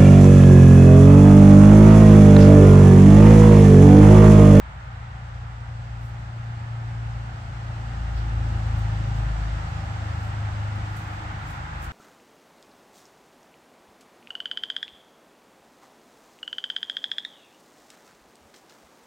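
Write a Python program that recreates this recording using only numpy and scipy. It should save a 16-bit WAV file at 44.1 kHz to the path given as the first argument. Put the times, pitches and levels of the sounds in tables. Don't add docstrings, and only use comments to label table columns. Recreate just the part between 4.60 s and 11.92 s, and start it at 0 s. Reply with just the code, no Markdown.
import sys
import numpy as np
from scipy.fft import rfft, irfft
from scipy.io import wavfile

SR = 44100
rng = np.random.default_rng(int(sys.argv[2]) if len(sys.argv) > 2 else 0)


def transcribe(u):
    v = np.clip(np.atleast_2d(u).T, -1, 1)
    q = np.round(v * 32767).astype(np.int16)
    wavfile.write(sys.argv[1], SR, q)


N = 322812

ABREAST_S, SPEED_M_PER_S, DISTANCE_M, SOUND_M_PER_S = 4.004, 16.0, 16.9, 343
CRANK_HZ, SAG_HZ_PER_S = 27.27, 0.131

# crank_order, level_db (abreast, before the fades)
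EXHAUST_HARMONICS = [(2, -29.5), (3, -36), (4, -29)]
# time_s, change_db
FADE_ORDER_2 = [(0.08, 0.5), (1.6, -0.5), (2.12, -13), (2.28, -3), (2.56, 3.5), (2.8, -10.5), (3.56, 3.5),
                (4.46, 0), (4.66, 4.5), (4.92, 3.5), (5.36, -12.5), (5.6, -10), (5.95, -5), (6.45, -7),
                (7.2, 0.5)]
FADE_ORDER_3 = [(0.26, 1.5), (3.159, -3.5), (4.18, 6), (4.55, -16), (4.8, 0), (5.5, 7), (6.2, 3),
                (6.55, -0.5), (7.2, 6.5)]
FADE_ORDER_4 = [(0.0, -9), (0.4, 0.5), (2.46, 4), (2.84, -5.5), (3.2, 0.5), (3.4, -8.5), (3.76, 1),
                (4.58, 2), (4.72, -4.0), (5.34, -0.5), (5.84, 5.5), (6.12, 6.5), (7.04, -5.5)]
WAVER_DB = 0.6

# crank_order, level_db (abreast, before the lift)
BARK_HARMONICS = [(5, -44.5), (6, -48)]
PIPE_AIM, BEAM_WIDTH, BEAM_DB = 0.43, 0.36, 6

# crank_order, level_db (relative to the growl level)
UPPER_HARMONICS = [(7, -8.5), (8, -6.5), (9, -12.5), (10, -14.5), (11, -15), (12, -8.5), (13, -16.5)]
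SCREENED_DB_PER_STEP = 2.1

# frequency_hz, relative_db_per_hz
RUMBLE_SPECTRUM = [(20, -20), (34, -17.5), (48, -6.5), (68, -2), (95, -5), (125, -4.5), (165, -15.5),
                   (220, -27), (400, -73)]
# frequency_hz, relative_db_per_hz
GROWL_SPECTRUM = [(100, -4.5), (160, 6.5), (220, 1), (270, -1), (330, -1.5), (410, -9.5), (520, -27),
                  (800, -42)]
# time_s, level_db
GROWL_LEVEL = [(0.0, -61.5), (1.2, -59.5), (1.5, -55.5), (2.4, -54.5), (3.2, -52.5), (3.9, -46),
               (4.9, -50.5), (6.2, -48.4), (7.32, -52)]

# frequency_hz, relative_db_per_hz
THRUM_SPECTRUM = [(250, -19), (420, -12.5), (510, -5.5), (620, -3), (740, -0.5), (820, 1.5), (950, -20.5),
                  (1300, -47)]
# frequency_hz, relative_db_per_hz
ROAR_SPECTRUM = [(300, -17), (600, -22), (730, -2), (840, 3), (1030, -0.5), (1300, 2), (1550, -1),
                 (1850, -2.5), (2200, -8), (2900, -14.5), (3600, -17), (6000, -49.5)]
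# time_s, level_db
ROAR_LEVEL = [(0.0, -44.5), (1.5, -46.5), (3.4, -43), (3.9, -41), (6.1, -40.0), (6.9, -38.0), (7.32, -38.9)]
# frequency_hz, relative_db_per_hz
HISS_SPECTRUM = [(1800, -15), (2800, 4.5), (3500, -2), (4400, -2.5), (5000, -2.5), (5700, -5.5),
                 (7200, -6.5), (8100, -6.5), (9100, -24), (12000, -29.5), (16000, -44)]
# start_s, end_s (at the start and end of the scene)
ECHO_LAG_S = [.021, .013]

# peak_s, level_db (before the grass lift), decay_s
STEPS = [(1.462, -67.5, .05), (4.2, -67, 0.04), (4.57, -70, .05), (5.65, -66, .048), (6.38, -61.5, 0.055),
         (6.54, -72, .06), (6.905, -60, 0.043), (7.243, -57, 0.028)]
STEP_RISE_SHARE = 0.85
# peak_s, level_db (before the grass lift)
SNAPS = [(1.602, -74), (1.845, -70), (4.189, -62), (6.158, -61), (6.369, -56), (6.476, -65), (7.243, -56)]
# frequency_hz, relative_db_per_hz
GRASS_SPECTRUM = [(2000, -12), (4500, -3.5), (7500, 4), (9500, 0), (13000, -1), (16000, -3)]
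GRASS_LIFT_DB = 5

TAG_S = 5.1
# pitch_hz, level_db, t60_s
TAG_MODES = [(11150, -73, .16), (14500, -74, .11)]

SCUFF_S = 3.58
# frequency_hz, relative_db_per_hz
SCUFF_SPECTRUM = [(2200, -21), (3200, -2), (4200, 0), (5500, -2), (7000, -25)]

# frequency_hz, share_0_to_1
DIRECT_SHARE = [(200, 0.45), (600, 0.29), (1150, 0.59), (1500, 0.13), (2100, 0.27), (3000, 0.28),
                (6000, 0.05), (12000, 0.06)]
# frequency_hz, left_minus_right_db
PORT_COLOUR = [(110, 1.24), (250, 0.5), (360, -2.5), (520, 2), (850, -1), (1300, 0), (2100, -2),
               (2700, 1.5), (3500, -3.5), (4500, -5), (6000, -1), (8000, 2.5), (10000, 0.5), (16000, 4.5)]
PORT_LAG_S, PORT_SPAN_S = 0.00046, 0.00038
CUTOFF_HZ = 15700


def engine(flutter_db, rumble_db, growl_db):
    angle = crank_angle()
    rumble = from_db(rumble_db) * road_noise(RUMBLE_SPECTRUM)
    puffs = 1 + 0.18 * np.cos(2 * angle)
    growl = from_db(growl_db) * road_noise(GROWL_SPECTRUM) * puffs
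    growl_gain = from_db(in_time(GROWL_LEVEL)[0])
    return (exhaust_note(angle) * passing(spreading=1.0, rear_db=0.5)
            + tailpipe_bark(angle) * passing(spreading=0.68, rear_db=3.5)
            + rumble * passing(spreading=0.36, rear_db=1.5)
            + growl_gain * (growl + upper_harmonics(angle, flutter_db)))


def exhaust_note(angle):
    note = 0
    fades = (FADE_ORDER_2, FADE_ORDER_3, FADE_ORDER_4)
    for (order, db), fade in zip(EXHAUST_HARMONICS, fades):
        level_db = db + in_time(fade)[0] + WAVER_DB * drift(5.6)
        note = note + from_db(level_db) * harmonic(angle, order)
    return note


def tailpipe_bark(angle):
    _, away = bearing()
    beam = from_db(BEAM_DB * np.exp(-((away - PIPE_AIM) / BEAM_WIDTH) ** 2))
    bark = sum(from_db(db + 1.8 * drift(2.9)) * harmonic(angle, order) for order, db in BARK_HARMONICS)
    return bark * beam


def upper_harmonics(angle, flutter_db):
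    _, away = bearing()
    screened_db = SCREENED_DB_PER_STEP * np.minimum(away, 0)
    upper = 0
    for step, (order, db) in enumerate(UPPER_HARMONICS, -1):
        level_db = db + step * screened_db + flutter_db * drift(3.6)
        upper = upper + from_db(level_db) * harmonic(angle, order)
    return upper


def harmonic(angle, order):
    bend = (0.06 * order + 0.7 * (order % 2)) * drift(0.3)
    apart = 0.058 * drift(0.5) * [[1], [-1]]
    pipe_phase = (order - 2) * (order - 4) / 4
    return np.sqrt(2) * np.cos(order * angle + bend + apart - pipe_phase)


def crank_angle():
    _, away = bearing()
    crank_hz = CRANK_HZ - SAG_HZ_PER_S * (seconds() - ABREAST_S)
    doppler = 1 - away * SPEED_M_PER_S / SOUND_M_PER_S
    return 2 * np.pi * np.cumsum(crank_hz * doppler) / SR


def bearing():
    along = SPEED_M_PER_S * (seconds() - ABREAST_S)
    metres = np.hypot(along, DISTANCE_M)
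    return metres, along / metres


def passing(spreading, rear_db):
    metres, away = bearing()
    return (DISTANCE_M / metres) ** spreading * from_db(rear_db * away)


def tyres(thrum_db, hiss_db):
    thrum_gain = from_db(thrum_db) * passing(spreading=0.48, rear_db=2.5)
    roar_gain = from_db(in_time(ROAR_LEVEL)[0] + 0.45 * drift(8.9))
    hiss_gain = from_db(hiss_db + 0.32 * drift(6.6)) * passing(spreading=0.47, rear_db=3.0)
    thrum = thrum_gain * road_noise(THRUM_SPECTRUM)
    roar = roar_gain * road_noise(ROAR_SPECTRUM)
    hiss = hiss_gain * road_noise(HISS_SPECTRUM)
    return thrum + roar + hiss


def fence_echo(sound, strength):
    lag = np.interp(seconds(), [0, N / SR], ECHO_LAG_S)
    late = np.array([np.interp(seconds() - lag, seconds(), side) for side in sound])
    return (sound + strength * late) / np.sqrt(1 + strength ** 2)


def road_noise(spectrum):
    straight, mid, side = white(count=3)
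    share = np.clip(over_hz(DIRECT_SHARE), 0, 1)
    alike = np.sinc(2 * bins() * PORT_SPAN_S)
    common = np.sqrt(1 + alike) * mid
    opposed = np.sqrt(1 - alike) * side * [[1], [-1]]
    scattered = (common + opposed) / np.sqrt(2)
    direct = np.array([straight, straight * np.exp(-2j * np.pi * bins() * PORT_LAG_S)])
    both = np.sqrt(share) * direct + np.sqrt(1 - share) * scattered
    return rms_one(irfft(both * from_db(over_hz(spectrum)), N))


def paws(grain_db, snap_rise_s, snap_decay_s):
    crush = sum(from_db(db) * swell(at, STEP_RISE_SHARE * decay, decay) for at, db, decay in STEPS)
    snaps = sum(from_db(db) * swell(at, snap_rise_s, snap_decay_s) for at, db in SNAPS)
    grain = rms_one(from_db(grain_db * drift(250)))
    return from_db(GRASS_LIFT_DB) * close_noise(GRASS_SPECTRUM) * (crush * grain + snaps)


def collar_tag():
    t = np.maximum(seconds() - TAG_S, 0)
    return sum(from_db(db - 60 * t / t60) * np.sin(2 * np.pi * hz * t) for hz, db, t60 in TAG_MODES)


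def scuff(level_db, rise_s, decay_s):
    return from_db(level_db) * swell(SCUFF_S, rise_s, decay_s) * close_noise(SCUFF_SPECTRUM)


def close_noise(spectrum):
    return rms_one(irfft(white(count=2) * from_db(over_hz(spectrum)), N))


def swell(at, rise, decay):
    t = seconds() - at
    return np.exp(np.maximum(np.minimum(t / rise, -t / decay), -40))


def from_db(db):
    return 10 ** (np.asarray(db) / 20)


def rms_one(x):
    return x / np.sqrt(np.mean(x ** 2) + 1e-20)


def seconds():
    return np.arange(N) / SR


def bins():
    return np.maximum(np.fft.rfftfreq(N, 1 / SR), 1)


def in_time(rows):
    s, *columns = np.transpose(rows)
    return [np.interp(seconds(), s, c) for c in columns]


def over_hz(points):
    hz, value = np.transpose(points)
    return np.interp(np.log(bins()), np.log(hz), value)


def white(count):
    return rfft(rng.standard_normal((count, N)))


def drift(rate):
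    return rms_one(irfft(white(count=1)[0] / (1 + (bins() / rate) ** 2), N))


def scene():
    motor = engine(flutter_db=2.5, rumble_db=-38.0, growl_db=-0.04)
    road = fence_echo(tyres(thrum_db=-46.0, hiss_db=-52.0), strength=0.21)
    dog = paws(grain_db=2.8, snap_rise_s=0.001, snap_decay_s=0.004) + collar_tag()
    return motor + road + dog + scuff(level_db=-51.0, rise_s=0.025, decay_s=0.038)


def record(dry):
    colour = from_db(over_hz(PORT_COLOUR) * [[0.5], [-0.5]])
    low_pass = 1 / np.sqrt(1 + (bins() / CUTOFF_HZ) ** 400)
    return irfft(rfft(dry) * colour * low_pass, N)


dry = scene()
out = record(dry)
transcribe(out)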